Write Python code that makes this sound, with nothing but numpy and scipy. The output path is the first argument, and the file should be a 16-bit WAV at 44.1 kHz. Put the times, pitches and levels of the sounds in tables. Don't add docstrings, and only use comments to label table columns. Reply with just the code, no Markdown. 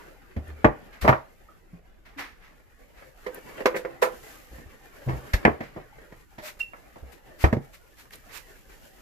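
import sys
import numpy as np
from scipy import signal
from scipy.fft import rfft, irfft, next_fast_len
from scipy.io import wavfile
from scipy.ndimage import uniform_filter1d, map_coordinates

SR = 44100
rng = np.random.default_rng(int(sys.argv[2]) if len(sys.argv) > 2 else 0)


def dump(signal):
    limited = np.clip(np.atleast_2d(signal).T, -1, 1)
    pcm = np.round(limited * 32767).astype(np.int16)
    wavfile.write(sys.argv[1], SR, pcm)


N = 397341
T = np.arange(SR // 2) / SR

# (frequency [Hz], left-right correlation [-1 to 1])
NEAR_LIKENESS = [(100, 0.76), (500, .65), (2000, 0.63), (8000, 0.13)]
# (frequency [Hz], left-right correlation [-1 to 1])
DIFFUSE_LIKENESS = [(50, 0.34), (300, 0.17), (1000, 0.079), (4000, 0.06)]


def amp(db):
    return 10 ** (np.asarray(db) / 20)


def unit(x):
    return x / np.sqrt(np.mean(x ** 2) + 1e-20)


def along(points, hz):
    f, v = np.transpose(points)
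    return np.interp(np.log(hz + 1), np.log(f + 1), v)


def curves(rows):
    s, *cols = np.transpose(rows)
    return [np.interp(np.arange(N) / SR, s, c) for c in cols]


def wobble(rate):
    knots = rng.standard_normal(int(N * rate / SR) + 4)
    return map_coordinates(knots, [np.arange(N) * rate / SR])


def noise(spectrum, likeness, size):
    m = next_fast_len(size)
    hz = np.fft.rfftfreq(m, 1 / SR)
    angle = np.arccos(np.clip(along(likeness, hz), -1, 1)) / 2
    coloured = rfft(rng.standard_normal((2, m))) * amp(along(spectrum, hz))
    mid, side = irfft(coloured * [np.cos(angle), np.sin(angle)], m)[:, :size]
    return unit(np.array([mid + side, mid - side]))


def swell(rise, t60):
    attack = np.sin(np.pi / 2 * np.minimum(T / rise, 1)) ** 2
    return attack * amp(-60 * np.maximum(T - rise, 0) / t60)


def blow(x):
    power = uniform_filter1d(np.mean(x ** 2, axis=0), size=SR // 100)
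    return x / np.sqrt(power.max() + 1e-20)


def add(out, s, x):
    part = out[:, round(s * SR):][:, :x.shape[-1]]
    part += x[..., :part.shape[1]]


def at_ports(x, pan, lag):
    side = np.array([[1], [-1]]) / 2
    hz = np.fft.rfftfreq(2 * len(T), 1 / SR)
    delayed = irfft(rfft(x, 2 * len(T)) * np.exp(-2j * np.pi * hz * side * lag))
    return delayed[:, :len(T)] * amp(side * pan)


def in_hall(x, wet_db):
    # (frequency [Hz], t60 [s])
    hall_t60 = [(100, 0.16), (500, 0.29), (2000, 0.22), (5000, 0.16), (12000, 0.22)]
    flat = [(100, 0.0072), (10000, 0.0083)]
    hz, t, z = signal.stft(noise(flat, DIFFUSE_LIKENESS, size=len(T)), SR, nperseg=256)
    fading = z * amp(-60 * t / along(hall_t60, hz)[:, None])
    tail = signal.istft(fading, SR, nperseg=256)[1][:, :len(T)]
    tail = tail * np.minimum(T / 0.0082, 1)
    wet = signal.fftconvolve(x, tail / np.linalg.norm(tail[0]), axes=1)
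    return amp(wet_db) * wet + np.pad(x, ((0, 0), (0, len(T) - 1)))


def patches(x, depth_db):
    z = signal.stft(x, nperseg=1024)[2]
    field = uniform_filter1d(rng.standard_normal(z.shape[1:]), size=3, axis=0)
    field = uniform_filter1d(field, size=6, axis=1)
    return unit(signal.istft(z * amp(depth_db * unit(field)), nperseg=1024)[1][:, :N])


def jolts():
    jolts_per_s, jolt_db, jolt_t60_s = 14, 0, 0.15
    chance, size = rng.random(N), rng.exponential(size=N)
    hits = (chance < jolts_per_s / SR) * size
    power = signal.fftconvolve(hits, swell(0.0026, jolt_t60_s) ** 2)[:N]
    return np.sqrt(1 + amp(jolt_db) ** 2 * np.abs(power))


def moving():
    # (time [s], relative shuffle level [dB], relative rustle level [dB])
    activity = [(0.0, -48.5, -60.0), (0.28, -59, -71.0), (0.5, -48.0, -63), (0.95, -53, -69.0),
                (1.4, -59, -67.5), (1.95, -63.5, -77.0), (3.05, -58, -66), (3.5, -45.5, -56.5),
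                (3.97, -51.5, -66.5), (4.25, -50.5, -52), (4.72, -52.5, -63.0), (5.2, -47.5, -57.0),
                (5.6, -47.5, -65), (6.3, -61.5, -67), (6.95, -54.0, -64), (7.35, -52, -64),
                (7.8, -62.5, -67.0), (8.25, -55, -60.5), (9.01, -56, -59.5)]
    # (frequency [Hz], relative density [dB per Hz])
    shuffle_colour = [(71, -42.5), (120, -0.5), (204, -7), (242, -3.5), (279, -0.5), (545, -1), (711, -6.5),
                      (769, -2.5), (884, -9), (1100, -9.5), (1810, -5.5), (3490, -23), (5000, -27.5),
                      (6500, -44), (11000, -120)]
    # (frequency [Hz], relative density [dB per Hz])
    rustle_colour = [(1650, -15), (2800, -1.5), (3460, -7.5), (6600, -6.5), (7380, -5.5), (8860, -13),
                     (10800, -6.5), (13900, -5.5), (15000, -17.5)]
    # (frequency [Hz], relative density [dB per Hz])
    rumble_colour = [(11, -41), (18, 1), (38, 1.5), (87, -10.5), (124, -15.5), (151, -26), (178, -13.5),
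                     (250, -22.5), (320, -52.5), (550, -120)]
    shuffle_db, rustle_db = curves(activity)
    fidget = wobble(22)

    touches = patches(noise(shuffle_colour, DIFFUSE_LIKENESS, size=N), depth_db=4.0)
    shuffle = amp(shuffle_db - 0.5 + 2.4 * fidget) * jolts() * touches
    rustle_gain = amp(rustle_db + 1.7 * fidget + 1.1 * wobble(280))
    rustle = rustle_gain * noise(rustle_colour, DIFFUSE_LIKENESS, size=N)
    rumble = amp(-56.5 + 0.87 * wobble(9.5)) * noise(rumble_colour, DIFFUSE_LIKENESS, size=N)
    return shuffle + rustle + rumble


def clicks():
    # (time [s], relative level [dB], centre [Hz])
    contacts = [(0.480, -48, 9040), (3.346, -31.5, 13020), (8.107, -38.5, 2000), (8.135, -36, 3650),
                (8.156, -40, 9500), (8.374, -37.5, 8100)]
    out = np.zeros((2, N))
    for s, db, hz in contacts:
        colour = [(hz / 4, -36), (hz * 0.68, -11), (hz, 0), (hz * 2, -22)]
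        snap = noise(colour, NEAR_LIKENESS, size=len(T)) * swell(rise=.0006, t60=0.019)
        add(out, s, in_hall(amp(db - 4) * snap, wet_db=-14))
    return out


def squeak():
    # (time [s], level [dB], starting pitch [Hz], rise [s], t60 [s], left over right [dB])
    squeaks = [(1.484, -46.5, 1293, 0.0067, 0.057, -6), (6.42, -38.5, 619, 0.02, .16, -2),
               (6.598, -21, 2742, 0.017, 0.03, -6.5)]
    out = np.zeros((2, N))
    for s, db, hz, rise, t60, pan in squeaks:
        pitch = hz * np.exp(-.6 * T) * (1 + 0.024 * wobble(322)[:len(T)])
        phase = 2 * np.pi * np.cumsum(pitch) / SR
        tone = np.sin(phase) + amp(-30) * np.sin(2 * phase)
        sides = amp([[pan / 2], [-pan / 2]])
        add(out, s, in_hall(amp(db) * tone * swell(rise, t60) * sides, wet_db=-4.0))
    return out


def scuffs():
    # (time [s], rise [s], rub level [dB])
    drags = [(0.916, .025, -49.5), (1.010, .015, -35.5), (1.08, 0.02, -39), (2.046, 0.018, -51),
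             (2.168, 0.032, -33.5), (2.379, 0.082, -53), (2.94, 0.051, -54), (5.62, .02, -47.5),
             (8.27, 0.04, -51), (8.68, 0.034, -55)]
    # (time [s], rise [s], rub level [dB], left over right [dB])
    brushes = [(1.008, .012, -39.5, .5), (3.750, 0.021, -41, -0.5), (4.013, .017, -31.5, .5),
               (5.337, 0.0064, -40.5, 0), (6.400, .085, -41.5, 0), (6.587, .015, -46.5, -1.5),
               (7.114, .013, -56.5, 11), (7.375, .06, -42, 4), (7.719, .028, -52.5, -.5),
               (7.951, 0.058, -53, -1.5), (8.109, .03, -49, -2), (8.295, .078, -45, -11)]
    # (frequency [Hz], relative density [dB per Hz])
    rub = [(150, -18.5), (400, -5.5), (700, -6), (1000, -2.5), (2100, 1.5), (3000, -9.5), (6000, -19),
           (9000, -40)]
    # (frequency [Hz], relative density [dB per Hz])
    hiss = [(1470, -17.5), (2500, -4.5), (3270, -10.5), (3610, -7.5), (10100, -14.5), (13800, -9.5),
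            (14700, -19), (15000, -37)]

    def stroke(hiss_db):
        dull = noise(rub, DIFFUSE_LIKENESS, size=len(T))
        return dull + amp(hiss_db) * noise(hiss, DIFFUSE_LIKENESS, size=len(T))

    out = np.zeros((2, N))
    for s, rise, db in drags:
        drag = amp(db) * stroke(hiss_db=-13.5) * swell(rise, t60=0.34)
        add(out, s, at_ports(drag, pan=-1, lag=0))
    for s, rise, db, pan in brushes:
        brush = amp(db) * stroke(hiss_db=0.5) * swell(rise, t60=.16)
        add(out, s, at_ports(brush, pan, lag=0))
    grain_db = 0.66 * wobble(400)
    return out * amp(grain_db)


def thuds():
    # (time [s], relative level [dB], pitch [Hz], t60 [s])
    steps = [(0.364, -26, 76, 0.21), (0.465, -36, 75, 0.54), (0.643, -20, 52.5, 0.18),
             (1.017, -22, 63, 0.29), (1.086, -14.5, 130, 0.16), (1.728, -38.5, 172, 0.16),
             (2.158, -41, 283, 0.27), (4.505, -37.5, 57.6, 0.28), (4.656, -39.5, 70, 0.13),
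             (5.060, -20.5, 129.2, 0.33), (5.128, -25, 66, 0.21), (5.336, -14, 43.3, 0.12),
             (5.449, -23.5, 73.6, 0.22), (7.022, -33.5, 66, 0.2), (7.438, -4.5, 72.3, .115),
             (7.529, -26, 125.3, .12)]
    puff_colour = [(20, -11), (70, 3), (170, -13.5), (300, -15.5), (700, -20), (2000, -48.0), (4000, -99.5)]
    puff_likeness = [(50, 0.32), (500, 0.9)]
    out = np.zeros((2, N))
    for s, db, hz, t60 in steps:
        puff = noise(puff_colour, puff_likeness, size=len(T))
        swing = at_ports(np.sin(2 * np.pi * hz * T), pan=0, lag=0.00048)
        envelope = swell(0.062 * t60, t60)
        thud = amp(db + 0.5) * (swing + amp(-8.5) * puff) * envelope
        add(out, s, in_hall(thud, wet_db=-24))
    return out


def ring(modes, spread):
    hz, width, db = np.transpose(modes)[:, :, None]
    strength_db, skew, spot = rng.standard_normal((3, len(modes), 1))
    decay = np.sign(spot) * amp(db + strength_db) * width * np.exp(-np.pi * width * T)
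    ports = [decay * np.sin(2 * np.pi * hz * (T + side * spread * skew)) for side in (-1, 1)]
    return np.array([np.sum(port, axis=0) for port in ports])


def knocks(rows, modes, colour, ring_db, clatter_db, clack_db, tick_db, clack_life, tick_life, pan_db, wet_db):
    # (frequency [Hz], relative density [dB per Hz])
    clack_colour = [(900, -29.5), (1400, -9), (1700, -1), (1835, 2.5), (1960, -2), (2110, -1.5),
                    (2330, -6.5), (2600, -12), (3200, -22), (5000, -52.5)]
    # (frequency [Hz], relative density [dB per Hz])
    tick_colour = [(2000, -6.5), (3200, -1.5), (5000, -4.5), (7000, -11.5), (9500, -21.5), (12500, -11),
                   (15000, -19.5)]
    # (time [s], left lag [s])
    bearing = [(1.1, -.0003), (3.26, .00027), (3.76, .00014), (4.02, -.0003), (5.5, -.00038), (6.4, .0003),
               (7.44, .00036), (7.53, -.00013)]
    radiation = signal.butter(2, modes[0][0] / 2, "high", fs=SR, output="sos")

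    def burst(spectrum, rise, t60):
        return blow(noise(spectrum, NEAR_LIKENESS, size=len(T)) * swell(rise, t60))

    out = np.zeros((2, N))
    for s, db, hardness, clack, tick, rise in rows:
        t60 = 0.071 + 10 * rise
        lag = np.interp(s, *np.transpose(bearing))
        struck_modes = [(hz, width, level + hardness * np.log2(hz)) for hz, width, level in modes]
        struck_colour = [(hz, level + hardness * np.log2(hz)) for hz, level in colour]

        tone = blow(ring(struck_modes, spread=.0001) * swell(rise, np.inf))
        clatter = burst(struck_colour, rise, t60)
        wood = signal.sosfilt(radiation, amp(ring_db) * tone + amp(clatter_db) * clatter)
        contact = amp(clack + clack_db) * burst(clack_colour, rise, t60 * clack_life)
        contact = contact + amp(tick + tick_db) * burst(tick_colour, rise, t60 * tick_life)
        add(out, s, in_hall(at_ports(amp(db) * wood + contact, pan_db, lag), wet_db))
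    return out


def carried_chair():
    # (time [s], relative wood level [dB], hardness [dB per octave],
    # relative clack level [dB], relative tick level [dB], contact [s])
    taps = [(3.261, -23.5, -4, -41.5, -45.5, 0.0078), (3.372, -36, -8, -67, -60, 0.0056),
            (3.603, -23.5, -7, -42.5, -49, .005), (3.656, -7, -0.5, -22.5, -24.5, .003),
            (3.741, -20, -5, -37, -53, .008), (3.762, -21, -8, -35.5, -45, .0036),
            (3.848, -22, -4.5, -42, -51.5, 0.0031), (4.019, -9, 3, -29, -41, 0.0099)]
    # (frequency [Hz], width [Hz], relative level [dB])
    frame = [(341, 4.8, -5.5), (419, 34, 0), (506, 17, 3.5), (605, 92, -4.5), (833, 30, -12),
             (992, 37, -3.5), (1200, 15, -39), (1827, 49, -29)]
    # (frequency [Hz], relative density [dB per Hz])
    hollow = [(110, -55), (180, -20), (385, -32), (497, -1), (599, -17.5), (809, -15.5), (1210, -17),
              (1400, -19), (1700, -32), (2210, -39), (3740, -120)]
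    return knocks(taps, frame, hollow, ring_db=-8.5, clatter_db=-10.0, clack_db=3.5, tick_db=-3.5,
                  clack_life=0.56, tick_life=0.67, pan_db=-3.5, wet_db=-10.5)


def heavy_knocks():
    # (time [s], relative wood level [dB], hardness [dB per octave],
    # relative clack level [dB], relative tick level [dB], contact [s])
    bumps = [(0.362, -25.5, -9, -45.5, -56.5, 0.0054), (0.643, -4, -2, -15, -40.5, 0.0037),
             (1.042, -13, -1.5, -33, -47.5, 0.011), (1.076, -6, 3, -18.5, -33.5, 0.0036),
             (1.090, -6, 2.5, -20, -37, .002), (1.124, -13, 6.5, -26.5, -59.5, .004),
             (4.582, -39, -7, -48.5, -69, .004), (5.075, -24.5, -3.5, -38, -49.5, 0.021),
             (5.333, -27, 7, -23.5, -29.5, 0.0036), (5.450, -5, -2.5, -11, -41, .0025),
             (5.476, -9, -3, -48, -57, 0.0034), (5.603, -27, -4.5, -36, -52.5, 0.0059),
             (5.759, -29, -4.5, -51, -63.5, 0.0077), (6.122, -41, -4, -50, -61, .003),
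             (6.378, -36, -2.5, -43.5, -50.5, 0.01), (6.733, -37, 5.5, -48, -71.5, 0.0024),
             (6.955, -40.5, -2, -57, -67, .005), (7.438, -12.5, -0.5, -21, -35, 0.0048),
             (7.526, -10.5, -7.5, -29.5, -44, 0.0028), (7.566, -16, -10, -47.5, -57, .002)]
    # (frequency [Hz], width [Hz], relative level [dB])
    body = [(137.5, 9.9, -4.5), (228, 32, 1.5), (328.5, 14, 1.5), (467.5, 10, -9), (578, 17, -5.5),
            (635, 34, 1), (790, 20, -6), (946.4, 22, -2), (1185, 73, -9.5), (1384, 29, -12)]
    # (frequency [Hz], relative density [dB per Hz])
    dull = [(60, -23.5), (120, -11.5), (260, -11.5), (570, -4.5), (900, -7), (1200, -8.5), (1700, -22.5),
            (2300, -48), (3700, -100)]
    return knocks(bumps, body, dull, ring_db=-9.5, clatter_db=-6.5, clack_db=-0.5, tick_db=-1,
                  clack_life=0.67, tick_life=0.94, pan_db=-1.5, wet_db=-13)


def scene():
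    background = moving() + clicks() + squeak()
    contacts = scuffs() + thuds()
    return background + contacts + carried_chair() + heavy_knocks()


def record(dry):
    top_hz = 14800
    m = next_fast_len(N + SR // 2)
    passed = np.fft.rfftfreq(m, 1 / SR) < top_hz
    return irfft(rfft(np.clip(dry, -1, 1), m) * passed, m)[:, :N]


dry = scene()
out = record(dry)
dump(out)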